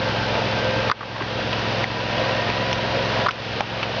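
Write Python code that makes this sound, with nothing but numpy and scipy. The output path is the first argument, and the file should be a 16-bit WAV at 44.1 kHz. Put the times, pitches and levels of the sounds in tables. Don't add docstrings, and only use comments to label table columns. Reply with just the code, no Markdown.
import sys
import numpy as np
from scipy import signal
from scipy.fft import rfft, irfft
from scipy.io import wavfile

SR = 44100
rng = np.random.default_rng(int(sys.argv[2]) if len(sys.argv) > 2 else 0)


def transcribe(u):
    v = np.clip(np.atleast_2d(u).T, -1, 1)
    q = np.round(v * 32767).astype(np.int16)
    wavfile.write(sys.argv[1], SR, q)


N = 176400
T = np.arange(N) / SR

# ratio to the pitch, level in dB.
KNOCK_MODES = [(0.801, -7.5), (1, -2), (1.171, -6), (1.399, -11.5), (1.7, -18.5), (2.699, -22), (3.9, -22)]


def engine_cycles(cycle_hz=(21.87, 22.07), sway_hz=(.16, .24), wander_hz=.04):
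    brush_turn_s, fastest_at_s = .362, 3.0
    sway = np.linspace(*sway_hz, N) * np.cos(2 * np.pi * (T - fastest_at_s) / brush_turn_s)
    return np.cumsum(np.linspace(*cycle_hz, N) + sway + wander_hz * drift(5)) / SR


def firings(cycles, spread_db=.52):
    # place in the cycle from 0 to 1, level in dB.
    cylinders = [(.07, 4), (0.698, 4.5)]
    pulses = np.zeros(N)
    for place, db in cylinders:
        pulses[1:] += (np.diff(np.floor(cycles - place)) > 0) * from_db(db)
    return pulses * from_db(spread_db * rng.standard_normal(N))


def exhaust(pulses, level_db=-28.5, muffler_hz=420):
    # centre in Hz, width in Hz, relative level in dB.
    resonances = [(55, 24, -27.5), (115.4, 28.3, 4), (184.6, 13.8, 0.5), (216.1, 7.3, -1),
                  (275.3, 76, -16.5)]
    depth_db, period_s, peak_at_s, throb_below_hz = 1.7, .114, .1, 150
    throb_db = depth_db * np.cos(2 * np.pi * (T - peak_at_s) / period_s)
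    pipe = sum(from_db(db + throb_db * (hz < throb_below_hz)) * resonate(pulses, hz, width_hz)
               for hz, width_hz, db in resonances)
    muffled = signal.sosfilt(signal.butter(2, muffler_hz, fs=SR, output="sos"), pipe)
    return -from_db(level_db) * rms_one(muffled)


def brush(level_db=-24.5, flutter_db=.5, grit_db=-45.5, rumble_db=-36, nearing_db_per_s=.58):
    # frequency in Hz, relative spectral density in dB.
    spectrum = [(200, -30), (300, -7.5), (400, -5), (480, 0), (620, -3), (800, -2.5), (1100, -6.5),
                (1500, -5), (2100, -8.5), (2700, -6), (3800, -10.5), (5000, -15), (6000, -23.5),
                (7000, -19)]
    stones_per_s, stone_spread_db = 40, 3.5
    scour = coloured(rng.standard_normal(N), spectrum) * from_db(level_db + flutter_db * drift(93))
    stones = (rng.random(N) < stones_per_s / SR) * rng.choice([-1, 1], N)
    strength = from_db(stone_spread_db * np.minimum(rng.exponential(1, N), 3))
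    grit = from_db(grit_db) * rms_one(band(stones * strength + 1e-18, edges_hz=(1200, 5000)))
    rumble = from_db(rumble_db) * rms_one(band(rng.standard_normal(N), edges_hz=(47.2, 367)))
    return (scour + grit + rumble) * from_db(nearing_db_per_s * (T - T.mean()))


def drive_whine(cycles):
    # time in seconds, level in dB.
    drone_swells = [(0, -33), (.07, -29), (.14, -41), (.27, -33.5), (.38, -38.5), (.5, -30), (.6, -33),
                    (.69, -24), (.82, -32), (.92, -36), (1.3, -35.5), (1.42, -30), (1.5, -38.5),
                    (1.77, -31.5), (2.02, -49), (2.25, -29.5), (2.35, -27.5), (2.48, -38), (2.61, -30),
                    (2.7, -32.5), (2.85, -32.5), (2.99, -26), (3.12, -34.5), (3.7, -37.5), (4, -35)]
    whine_swells = { 32: [(0, -50), (1.9, -46), (2.2, -38), (3.1, -40), (4, -48)], 40: [(0, -38),
                    (.27, -33.5), (.6, -40), (.85, -35), (1.4, -45), (4, -52)], 44.5: [(0, -46), (1.5, -46),
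                    (1.98, -33.5), (2.15, -42), (2.33, -34), (2.72, -33), (2.85, -39), (3.12, -36),
                    (4, -46)], 72: [(0, -39), (.24, -35), (.34, -42), (.52, -38), (.59, -30.5), (.67, -38),
                    (.8, -35), (1.6, -45), (1.8, -39), (2.4, -42), (4, -48)], 84: [(0, -54), (1.5, -45),
                    (2.4, -38.5), (2.8, -46), (4, -48)], 86: [(0, -56), (1.9, -46), (2.6, -39), (2.9, -45),
                    (3.15, -41), (4, -50)]}
    out = envelope(drone_swells) * gear_tone(cycles, multiple=24, roughness=.18, wander_rad=.55)
    for multiple, swells in whine_swells.items():
        out += envelope(swells) * gear_tone(cycles, multiple, roughness=.25, wander_rad=.4)
    return out


def gear_tone(cycles, multiple, roughness, wander_rad):
    tone = np.sin(2 * np.pi * multiple * cycles + wander_rad * drift(8))
    return rms_one(tone * (1 + roughness * drift(25)))


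def housing(pulses, level_db=-32, shake_s=.011, lag_s=.02, steady=.54):
    # centre in Hz, width in Hz, relative level in dB.
    resonances = [(494, 34, -4), (604.3, 60, 0.5), (671, 15, -3), (947, 26, -3), (1590, 33, -22),
                  (1825, 59, -12.5), (2660, 43, -19)]
    # time in seconds, offset from level_db in dB.
    swells = [(0, 4), (.22, -4), (.36, 7.5), (.5, 1.5), (.75, 2), (1.4, 1), (2.0, -1.5), (2.17, 7.5),
              (2.45, 0.5), (2.8, -0.5), (3.05, 3), (3.22, 3), (3.5, -8), (4, 5)]
    shakes = np.roll(pulses, int(lag_s * SR))
    bursts = rms_one(signal.lfilter([1], [1, -np.exp(-1 / (shake_s * SR))], shakes))
    rattle = rng.standard_normal(N) * (steady + bursts)
    body = sum(from_db(db) * panel(rattle, hz, width_hz) for hz, width_hz, db in resonances)
    return from_db(level_db) * envelope(swells) * rms_one(body)


def panel(x, hz, width_hz, flex_hz=16, block=256):
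    r = np.exp(-np.pi * width_hz / SR)
    centre_hz = hz + flex_hz * drift(4)
    out, state = np.zeros(N), np.zeros(2)
    for i in range(0, N, block):
        poles = [1, -2 * r * np.cos(2 * np.pi * centre_hz[i] / SR), r * r]
        out[i:i + block], state = signal.lfilter([1, 0, -1], poles, x[i:i + block], zi=state)
    return out * (1 - r * r) / 2


def knocks():
    # start in seconds, peak in dB, pitch in Hz, t60 in seconds.
    events = [(.9145, 11.5, 1250, .028), (.9158, 9, 1510, .028), (3.172, -14, 1056, .039),
              (.898, -2.5, 1180, .025), (3.2622, -1.5, 1220, .025), (3.2662, -2, 1130, .012),
              (3.269, 0, 1100, .009), (3.2848, 4, 1230, .04), (3.2893, 6, 1300, .028)]
    return hits(events, KNOCK_MODES, crunch=.012, crunch_s=.006, clatter_db=-14, clatter_span=(.75, 1.6))


def clicks():
    # start in seconds, peak in dB, pitch in Hz, t60 in seconds.
    events = [(.352, -16, 2410, 0.057), (1.529, -10, 2500, .035), (1.8412, -4.5, 1880, .016),
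              (2.18, -15, 2570, 0.054), (2.501, -11, 2400, 0.011), (2.7282, -7, 2500, .024),
              (3.3085, -2.5, 2600, 0.025), (3.313, -11, 3600, .015), (3.829, -5, 2300, 0.068),
              (2.7285, -13, 5300, .025), (3.2662, -8, 3500, .008), (3.289, -9, 4600, .008),
              (3.6082, 0, 2200, .002)]
    # ratio to the pitch, level in dB.
    modes = [(.4, -5), (1, -6), (1.149, -5.5), (1.299, -10), (1.95, -18)]
    return hits(events, modes, crunch=.029, crunch_s=.0059, clatter_db=-3, clatter_span=(.65, 1.45))


def bumps():
    # start in seconds, peak in dB, pitch in Hz, t60 in seconds.
    events = [(1.007, -8, 1150, .04), (1.028, -11, 1130, .035), (1.159, -14.5, 1096, 0.047),
              (1.205, -11.5, 1080, .08), (1.21, -18, 345, .061), (1.221, -15, 1605, .04),
              (3.829, -9, 960, 0.038), (3.604, -11, 800, .09), (3.607, 0, 820, .009)]
    return hits(events, KNOCK_MODES, crunch=.043, crunch_s=.01, clatter_db=0, clatter_span=(.7, 1.5))


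def hits(events, modes, crunch, crunch_s, clatter_db, clatter_span):
    out, t = np.zeros(N + SR), T[:SR // 10]
    for start_s, peak_db, pitch_hz, t60_s in events:
        crunch_noise, clatter_noise = rng.standard_normal((2, len(t)))
        decay = from_db(-60 * t / t60_s)
        ring = sum((-1) ** k * from_db(db) * np.sin(2 * np.pi * ratio * pitch_hz * t)
                   for k, (ratio, db) in enumerate(modes))
        push = (t == 0) + crunch * crunch_noise * np.exp(-t / crunch_s)
        body = signal.fftconvolve(push, ring * decay)[:len(t)]
        clatter = band(clatter_noise, pitch_hz * np.array(clatter_span)) * decay
        hit = rms_one(body) + from_db(clatter_db) * rms_one(clatter)
        start = int(start_s * SR)
        out[start:start + len(t)] += from_db(peak_db) * hit / np.abs(hit).max()
    return out[:N]


def trees(x, echo_db=-22, trunks=8):
    out = x.copy()
    for lag_s, sign in zip(rng.uniform(.006, .06, trunks), rng.choice([-1, 1], trunks)):
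        out += sign * from_db(echo_db) * np.roll(x, int(lag_s * SR))
    return rms_one(out) * np.std(x)


def from_db(db):
    return 10 ** (np.asarray(db) / 20)


def envelope(points):
    return from_db(np.interp(T, *np.transpose(points)))


def rms_one(x):
    return x / np.sqrt(np.mean(x ** 2) + 1e-20)


def drift(corner_hz, hop=40, settle=2000):
    r = np.exp(-2 * np.pi * corner_hz * hop / SR)
    noise = rng.standard_normal(N // hop + settle + 2)
    slow = signal.lfilter([1], [1, -2 * r, r * r], noise)[settle:]
    return np.interp(np.arange(N) / hop, np.arange(len(slow)), rms_one(slow))


def resonate(x, hz, width_hz):
    r = np.exp(-np.pi * width_hz / SR)
    poles = [1, -2 * r * np.cos(2 * np.pi * hz / SR), r * r]
    return signal.lfilter(np.array([1, 0, -1]) * (1 - r * r) / 2, poles, x + 1e-18)


def band(x, edges_hz):
    return signal.sosfilt(signal.butter(2, edges_hz, "band", fs=SR, output="sos"), x)


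def coloured(x, spectrum):
    hz, db = np.transpose(spectrum)
    bin_hz = np.maximum(np.arange(N // 2 + 1) * SR / N, 1)
    gain = from_db(np.interp(np.log(bin_hz), np.log(hz), db))
    low_cut = np.minimum(bin_hz / hz[0], 1) ** 2
    return rms_one(irfft(rfft(x) * gain * low_cut, N))


def scene():
    cycles = engine_cycles()
    pulses = firings(cycles)
    sweeper = exhaust(pulses) + drive_whine(cycles) + housing(pulses) + trees(brush())
    return (sweeper + knocks() + clicks() + bumps())[None]


def record(dry):
    limit_db, attack_s, release_s = -8.5, .0008, .24
    ceiling, stopband_hz = .37, 8000
    over_db = np.maximum(20 * np.log10(np.abs(dry[0]) + 1e-9) - limit_db, 0)
    release = np.exp(-T / release_s)
    held_db = np.maximum.accumulate(over_db / release) * release
    r = np.exp(-1 / (attack_s * SR))
    ducked = dry * from_db(-signal.lfilter([1 - r], [1, -r], held_db))
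    rounded = ducked / (1 + (ducked / ceiling) ** 4) ** .25
    return signal.sosfilt(signal.cheby2(10, 70, stopband_hz, fs=SR, output="sos"), rounded)


dry = scene()
out = record(dry)
transcribe(out)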